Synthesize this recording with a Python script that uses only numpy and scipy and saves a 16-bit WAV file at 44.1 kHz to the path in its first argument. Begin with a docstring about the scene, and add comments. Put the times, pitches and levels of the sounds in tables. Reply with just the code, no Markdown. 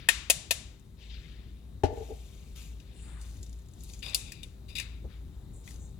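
"""A small hard kitchen, heard close by through a two-port pocket microphone with slow gain control.
An egg is tapped three times on a rim: bursts of tiny breaks ring the shell and the hollow.
A dish set down and rocking rings in decaying modes. Thumbs prise the shell apart: short bursts ring
loose flakes, dense crackle sounds in a few bands. Hands rustle and egg white slips in swelling noise
bands; an appliance rumbles: steady air noise, a low boom, a faint band of hiss and a motor tone."""
import sys
import numpy as np
from scipy import signal
from scipy.io import wavfile
from scipy.ndimage import uniform_filter1d

SR = 44100
rng = np.random.default_rng(int(sys.argv[2]) if len(sys.argv) > 2 else 0)


def boost(x):
    """Linear amplitude factor 10**(x/20) for a level x in decibels (scalar or array-like)."""
    u = np.asarray(x, float) / 20
    return 10 ** u


def master_out(mix):
    """Clip the mix to full scale and print it as 16-bit PCM to the path in sys.argv[1]."""
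    frames = np.transpose(np.atleast_2d(mix))
    ceiling = np.clip(frames, -1, 1)
    pcm = np.round(ceiling * 32767).astype(np.int16)
    wavfile.write(sys.argv[1], SR, pcm)


N = 264511

# egg taps on the rim [t/s, level/dB, treble tilt/(dB/octave), hollow knock re tap/dB, rise/s]
TAPS = [(0.0869, -4.5, -3, -39, 0.00062), (0.2988, -2.5, 2.5, -22.5, 0.0023),
        (0.5084, -9, 1, -19.5, 0.00067)]
# snaps under the thumbs [t/s, level/dB, loose flake f/Hz, treble tilt/(dB/octave)]
SNAPS = [(0.796, -45.5, 7480, 4), (2.8, -36.5, 6919, -5.5), (3.2135, -34, 8700, -1), (3.429, -31, 7080, 5),
         (3.835, -33.5, 12400, 3), (3.897, -33.5, 4460, -2.5), (3.9345, -30.5, 6976, -3.5),
         (4.0275, -21, 4560, -12), (4.0957, -28, 7840, -7), (4.1333, -26.5, 4480, -9),
         (4.1458, -3, 4690, 6), (4.3197, -23.5, 2420, -2.5), (4.4315, -23, 3745, 0),
         (4.7645, -21, 2560, -5), (4.7845, -15, 2800, -4), (4.7985, -15, 2600, -6),
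         (5.6757, -29.5, 2250, -8), (5.707, -36.5, 2000, -1)]
TAP_S, SNAP_S = 0.017, 0.0054  # burst envelope down 25 dB
# resonances of the whole egg on the rim [f/Hz, width/Hz, level/dB]
SHELL_MODES = [(900, 76, 4), (1790, 130, 1.5), (2560, 240, 2), (7240, 71, -2), (9780, 300, -4.5)]
# broad radiation of the shell [f/Hz, level/dB]
SHELL_BODY = [(450, -22), (900, -18.5), (2700, -1), (8400, -7), (11000, -9.5), (16000, -21)]
# shell tearing in a dense crackle [t/s, length/s, level/dB, treble tilt/(dB/octave)]
CRUNCHES = [(4.023, 0.14, -49, -3.5), (4.158, 0.31, -60, -4.5), (4.682, 0.064, -59, -3),
            (4.752, 0.084, -44.5, -3.5), (4.805, 0.155, -66, -12.5)]
# bands of the crackle; the one near 3.7 kHz is coloured by the microphone port [f/Hz, width/Hz, level/dB]
CRACKLE_BANDS = [(2497, 670, -3.5), (3690, 600, -2), (4730, 710, -4)]
# thumbs strain the shell [t/s, rise/s, length/s, hiss level/dB, tick level/dB]
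STRAINS = [(3.179, 0.045, 0.4, -62, -43.5), (3.543, 0.0259, 0.17, -82.5, -48.5),
           (3.73, 0.2, 0.36, -56, -39.5), (5.63, 0.072, 0.14, -54.5, -45)]
# dish lands and bounces, then bumps as it rocks [t/s, blow level/dB, hardness/0-1]
KNOCKS = [(1.8352, -17, 0.98), (1.8431, -23.5, 1), (1.971, -38.5, 0.75), (2.014, -43, 0.6),
          (2.113, -38.5, 0)]
# dish modes [f/Hz, level/dB, t60/s]
DISH_MODES = [(86, -3, 0.15), (281, -10, 0.08), (419, -1, 0.05), (480, -9, 0.08), (609, -9, 0.05),
              (692, -7, 0.06), (815, -4, 0.06), (923, -13, 0.04)]
# dish chatters as it rocks [start t/s, length/s, level/dB]
ROCKS = [(1.876, 0.073, -79), (1.968, 0.055, -84), (2.075, 0.046, -83.5)]
# dying room tail of an earlier tap (row at 0 s); then hands, sleeves and skin
# [t/s, rise/s, length/s, level/dB, centre f/Hz]
RUSTLES = [(0, .001, 0.12, -54, 2520), (0.966, 0.063, 0.23, -54, 3060), (0.984, 0.041, 0.53, -73, 6730),
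           (1.096, 0.0045, 0.094, -51, 3240), (1.098, 0.05, 0.48, -55.5, 2610),
           (2.698, 0.35, 0.84, -61, 2650), (2.92, 0.1, 0.33, -60, 8240), (2.985, 0.15, 0.33, -56.5, 1480),
           (5.076, 0.04, 0.14, -60.5, 2330), (5.53, 0.0094, 0.1304, -65, 7970),
           (5.766, 0.074, 0.14, -60, 7300)]
# egg white slips [t/s, rise/s, length/s, level/dB, centre f/Hz]
SLOPS = [(4.027, 0.045, 0.23, -56.5, 614), (5.039, 0.017, 0.036, -48.5, 323)]
# egg turned in the palm, then gripped [t/s, rise/s, length/s, level/dB]
TURNS = [(1.882, 0.089, 1, -59), (2.555, 0.0048, 0.18, -52.5)]
# spectrum of the turning [f/Hz, relative level/dB]
TURN_COLOUR = [(1950, -9), (2350, 1.5), (3500, -1.5), (5000, -5), (6600, -5), (9800, -12.5), (14500, -15),
               (15600, -23.5)]
# spectrum of the steady air noise [f/Hz, relative level/dB]
AIR = [(45, -2), (67, -4.5), (90, -8.5), (190, -15), (260, -22.5), (400, -30.5), (800, -37.5), (1300, -43),
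       (4000, -49.5), (16000, -55.5)]
# appliance motor tone [f/Hz, rms level/dB]
HUM = [(390, -74.5)]
# left-right likeness of the noises [f/Hz, likeness/0-1]
SAME = [(60, 1), (290, 0.887), (640, 0.085), (3100, 0.83), (15000, 0.95)]
# reverberation of the room [f/Hz, t60/s]
KITCHEN_T60 = [(300, 0.2), (1000, 0.67), (3000, 0.57), (8000, 0.43), (14000, 0.15)]
# microphone ports, left over right [f/Hz, level/dB]
PORTS = [(60, 2.5), (200, 9.5), (380, -2.5), (700, 4), (1290, 6.5), (2380, 19), (4400, 15.5), (8120, 0),
         (15000, -3.5)]
# left port cavity resonances [f/Hz, width/Hz, level/dB]
PORT_RINGS = [(3680, 150, 5.5), (7070, 1400, 4), (9670, 430, 7)]
# hollows in the response of both ports [f/Hz, width/Hz, level/dB]
PORT_DIPS = [(8480, 240, -8)]


def evened(x):
    """Scales to rms 1."""
    return x / np.sqrt(np.mean(x ** 2) + 1e-20)


def read(points, hz):
    """Interpolates a spectrum table on a log-frequency axis."""
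    f, value = np.transpose(points)
    return np.interp(np.log(hz + 1), np.log(f + 1), value)


def add(mix, start_s, sound):
    """Mixes a sound in at start_s."""
    part = mix[round(start_s * SR):][:len(sound)]
    part += sound[:len(part)]


def resonate(x, hz, width_hz):
    """Two-pole resonance of peak gain 1."""
    r = np.exp(-np.pi * width_hz / SR)
    edge = (1 - r * r) / 2
    return signal.lfilter([edge, 0, -edge], [1, -2 * r * np.cos(2 * np.pi * hz / SR), r * r], x)


def causal(db, size=1024):
    """Minimum-phase taps for a dB curve on rfft bins."""
    log_gain = np.log(boost(np.concatenate([db, db[-2:0:-1]])))
    return np.fft.ifft(np.exp(log_gain - 1j * signal.hilbert(log_gain).imag)).real[:size]


def noise(field_db, patchy_db, size):
    """Two partly alike noise channels with drifting patches; field_db(hz, t) sets the level."""
    frames, hz = 4 * N // size + 5, np.fft.rfftfreq(size, 1 / SR)
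    a, b, c, d, patches = rng.standard_normal((frames, len(hz), 5)).T
    patches = uniform_filter1d(patches, size=size // 64, axis=0)
    patches = evened(uniform_filter1d(patches, size=8, axis=1))
    same = read(SAME, hz)[:, None]
    left = a + 1j * b
    right = same * left + np.sqrt(1 - same ** 2) * (c + 1j * d)
    t = np.arange(frames) * size / 4 / SR
    z = np.array([left, right]) * boost(field_db(hz[:, None], t) + patchy_db * patches)
    return signal.istft(z, nperseg=size, noverlap=3 * size // 4)[1][:, :N] / size


def egg():
    """Taps, snaps, random strain ticks and crunches: near sound and what the room receives."""
    out = np.zeros((N, 2))
    for s, db, tilt_db, knock_db, rise_s in TAPS:
        add(out, s, fracture(db, TAP_S, tilt_db, None, knock_db, rise_s).T)
    for s, db, flake_hz, tilt_db in SNAPS:
        add(out, s, fracture(db, SNAP_S, tilt_db, flake_hz).T)
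    ticks = 7  # per strain
    for s, rise_s, length_s, hiss_db, tick_db in STRAINS:
        for k, (late, loud, high) in enumerate(rng.uniform(-1, 1, (ticks, 3))):
            tick_s = s + length_s * (k + .5 + late / 2) / ticks
            flake_hz = 6840 * 2 ** (0.11 * high)
            add(out, tick_s, fracture(tick_db + 4 * loud, SNAP_S, 2.5, flake_hz).T)
    for s, *row in CRUNCHES:
        add(out, s, crunch(*row)[:, None])
    return out.T


def fracture(db, length_s, tilt_db, flake_hz=None, knock_db=-45, rise_s=0.0017):
    """A dying burst of breaks rings the whole egg, or one loose flake, and the hollow air inside."""
    t = np.arange(4096) / SR
    shape = (1 - np.exp(-t / rise_s)) * boost(-25 * (t / length_s) ** 1.067)
    shape *= 1 + 1.1 * boost(-60 * t / 0.005)  # early breaks stand out, t60 5 ms
    # rate above SR: a break at every sample
    body = shell_colour(shape * breaks(count=4096, per_s=52000, spread_db=1.5), tilt_db)
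    if flake_hz is None:
        sound = 0.64 * body + sum(boost(d) * resonate(body, f, w) for f, w, d in SHELL_MODES)
    else:
        sound = 0.49 * without_bass(body) + 1.8 * resonate(body, flake_hz, 0.13 * flake_hz)
    sound *= np.linalg.norm(shape) / np.linalg.norm(sound) / 2.5  # headroom of peaks over rms
    hollow_hz, width_hz = 645, 170
    hollow = resonate(resonate(shape, hollow_hz, width_hz), hollow_hz, 4 * width_hz)
    hollow *= boost(knock_db) / abs(hollow).max()
    # summed over all directions the burst has a smooth spectrum
    click = shell_colour(1. * (t == 0), tilt_db)
    click *= np.linalg.norm(sound) / np.linalg.norm(click)
    return boost(db) * np.array([sound + hollow, click + hollow])


def crunch(length_s, db, tilt_db):
    """A clumpy stream of breaks, without bass, rings in a few shifting bands."""
    count = round(length_s * SR)
    clumps = boost(2.2 * evened(uniform_filter1d(rng.standard_normal(SR)[:count], size=200)))
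    fade = np.linspace(1, 0, count) ** 0.56
    stream = breaks(SR, per_s=3500, spread_db=3.0)[:count] * clumps * fade
    body = without_bass(shell_colour(stream, tilt_db))
    piece = np.repeat(rng.integers(0, 5, 64), SR // 100)[:count]  # redrawn every 10 ms
    shifts = 1 + 0.05 * rng.uniform(-1, 1, (5, len(CRACKLE_BANDS)))  # tuning of the five pieces
    rings = 0
    for k, row in enumerate(shifts):
        for shift, (f, w, d) in zip(row, CRACKLE_BANDS):
            ring = resonate(body * (piece == k), f * shift, w)
            rings = rings + boost(d) * resonate(ring, f * shift, 2 * w)
    return boost(db) * evened(0.27 * body + rings)


def breaks(count, per_s, spread_db):
    """Random tiny breaks of uneven size and either sign."""
    chance, sign, size = rng.random((3, count))
    return (chance < per_s / SR) * np.sign(sign - .5) * boost(-spread_db * np.log(1 - size))


def shell_colour(x, tilt_db):
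    """Broad radiation of the shell, tilted from 1.5 to 9 kHz."""
    hz = np.fft.rfftfreq(2048, 1 / SR)
    tilt = tilt_db * np.log2(np.clip(hz, 1500, 9000) / 4000)
    return signal.fftconvolve(x, causal(read(SHELL_BODY, hz) + tilt))[:len(x)]


def without_bass(x):
    """Small pieces radiate no bass."""
    return signal.sosfilt(signal.butter(4, 2000, "high", fs=SR, output="sos"), x)


def dish():
    """Blows and chatter drive the dish's modes; hard blows add a bright slap of rim on stone."""
    (push, bump, slap), t = np.zeros((3, N)), np.arange(N) / SR
    for s, db, hard in KNOCKS:
        blow = np.hanning(round(SR * 0.0011 * (1.05 - hard)) + 3)  # harder is shorter
        add(push if s < ROCKS[0][0] else bump, s, boost(db) * blow / blow.sum())
        puff = rng.standard_normal(1500) * boost(-60 * t[:1500] / 0.1)
        puff = resonate(resonate(puff, 610, 2000), 1200, 5800)
        add(slap, s, hard ** 2 * boost(db - 11) * puff)
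    rocking, edge_s = 0, 0.012  # swell and fade of a rock
    for s, length_s, db in ROCKS:
        inside_s = np.minimum(t - s, s + length_s + edge_s - t)
        rocking = rocking + boost(db) * np.clip(inside_s / edge_s, 0, 1)
    chatter = uniform_filter1d((rng.random(N) < 250 / SR) * rng.standard_normal(N), size=36)
    bump += evened(chatter) * rocking
    # rocking on one edge drives mostly the region near 478 Hz
    push += 0.86 * bump + boost(8) * resonate(bump, 478, 60)
    t = t[:SR // 2]
    ring = sum(boost(d - 60 * t / t60) * np.sin(2 * np.pi * f * t) * (-1) ** k
               for k, (f, d, t60) in enumerate(DISH_MODES))
    return signal.oaconvolve(push, ring)[:N] + slap


def hands():
    """Opening tail, rustles, strains, slops and turns: noise bands swell and sink 15 dB by their length."""
    def field_db(hz, t):
        def band(centre_hz, octaves, order=2):
            return np.exp(-.5 * abs(np.log2((hz + 1) / centre_hz) / octaves) ** order)
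        # rustles keep about one width in Hz, up to 0.75 octave
        rows = [(*row, band(f, min(1100 / f / np.log(2), .75), order=3)) for *row, f in RUSTLES]
        rows += [(*row, band(4900, 0.59)) for *row, tick_db in STRAINS]
        rows += [(*row, band(f, 0.62)) for *row, f in SLOPS]
        rows += [(*row, boost(read(TURN_COLOUR, hz)) ** 2 * (hz > 1000)) for row in TURNS]
        power = 1e-14
        for s, rise_s, length_s, db, colour in rows:
            age_s = t - s
            swell = np.clip(age_s / rise_s, 0, 1) * boost(-15 * np.clip(age_s / length_s, 0, 9) ** 2)
            power = power + (boost(db) * swell) ** 2 * colour / colour.sum()
        return 10 * np.log10(power * 256 ** 2)
    grain = boost(0.4 * evened(uniform_filter1d(rng.standard_normal(N), size=150)))
    return grain * noise(field_db, patchy_db=2.0, size=256)


def appliance():
    """Steady air noise, a low boom of narrow random noise, a faint band of hiss, a faint motor tone."""
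    boom_hz, width_hz = 56.57, 0.91
    boom = resonate(resonate(rng.standard_normal(N), boom_hz, width_hz), boom_hz, 3 * width_hz)
    hiss = resonate(rng.standard_normal(N), 3830, 600)
    t = np.arange(N) / SR
    tones = sum(boost(db) * np.sqrt(2) * np.sin(2 * np.pi * (hz * t + rng.random())) for hz, db in HUM)
    air = noise(lambda hz, t: read(AIR, hz), patchy_db=1.5, size=2048)
    return boost(-47) * evened(air) + boost(-49.5) * evened(boom) + tones + boost(-77) * evened(hiss)


def kitchen(x, radiated):
    """Close echoes from counter and crockery, then a sparse tail dying band by band."""
    shared = 0.38  # likeness of the two ports

    def partly_shared(taps):
        taps[1] = shared * taps[0] + np.sqrt(1 - shared ** 2) * taps[1]

    near = np.zeros((2, 1000))
    at = rng.integers(30, 1000, (2, 14))
    echoes = rng.choice([-1., 1.], at.shape) * boost(-4 - 14 * at / 1000) / 2
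    np.put_along_axis(near, at, echoes, 1)
    partly_shared(near)
    near[:, 0] = 1  # direct sound
    taps = np.zeros((2, SR))
    slots = np.arange(300, SR - 20, 20)
    at = slots + rng.integers(0, 20, (2, len(slots)))
    np.put_along_axis(taps, at, rng.choice([-1., 1.], at.shape), 1)
    partly_shared(taps)
    hz, t, z = signal.stft(taps, SR, nperseg=256)
    tail = signal.istft(z * boost(-60 * t / read(KITCHEN_T60, hz)[:, None]), SR, nperseg=256)[1]
    tail *= boost(-12) / np.linalg.norm(tail[0])
    close = signal.oaconvolve(x[None], near, axes=1)[:, :N]
    return close + signal.fftconvolve(radiated[None], tail, axes=1)[:, :N]


def scene():
    """Egg and dish in the room, over hands and appliance."""
    knocks = dish()
    lean_db = 4.5  # dish lands nearer the left port
    placed_dish = kitchen(knocks, knocks) * boost([[lean_db / 2], [-lean_db / 2]])
    return kitchen(*egg()) + placed_dish + hands() + appliance()


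def roll_off(x):
    """The treble ends steeply here."""
    return signal.sosfilt(signal.butter(12, 16610, fs=SR, output="sos"), x)


def record(dry):
    """Ports colour each channel; gain sinks with loud hits and creeps back over seconds."""
    hz = np.fft.rfftfreq(4096, 1 / SR)

    def peaks_db(rows):
        return sum(db / (1 + (2 * (hz - f) / w) ** 2) for f, w, db in rows)

    lean_db = read(PORTS, hz)
    both_db = 6.5 + peaks_db(PORT_DIPS)
    left_db = np.minimum(lean_db, 0) + peaks_db(PORT_RINGS) + both_db
    right_db = both_db - np.maximum(lean_db, 0)
    ports = np.array([causal(left_db), causal(right_db)])
    x = signal.fftconvolve(dry, ports, axes=1)[:, :N]
    x = signal.sosfilt(signal.butter(4, 45, "high", fs=SR, output="sos"), x)
    power_db = 10 * np.log10(abs(uniform_filter1d((x ** 2).mean(0), size=500)) + 1e-12)
    sinking_db = 5 * np.maximum(power_db + 25.0, 0) / SR  # per sample, in step with the excess
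    sinking_db[0] = 2.0  # gain starts out lowered
    recovery_s = 3
    duck_db = signal.lfilter([1], [1, -np.exp(-1 / (SR * recovery_s))], sinking_db)
    return roll_off(np.clip(x / boost(duck_db), -1, 1))


dry = scene()
out = record(dry)
master_out(out)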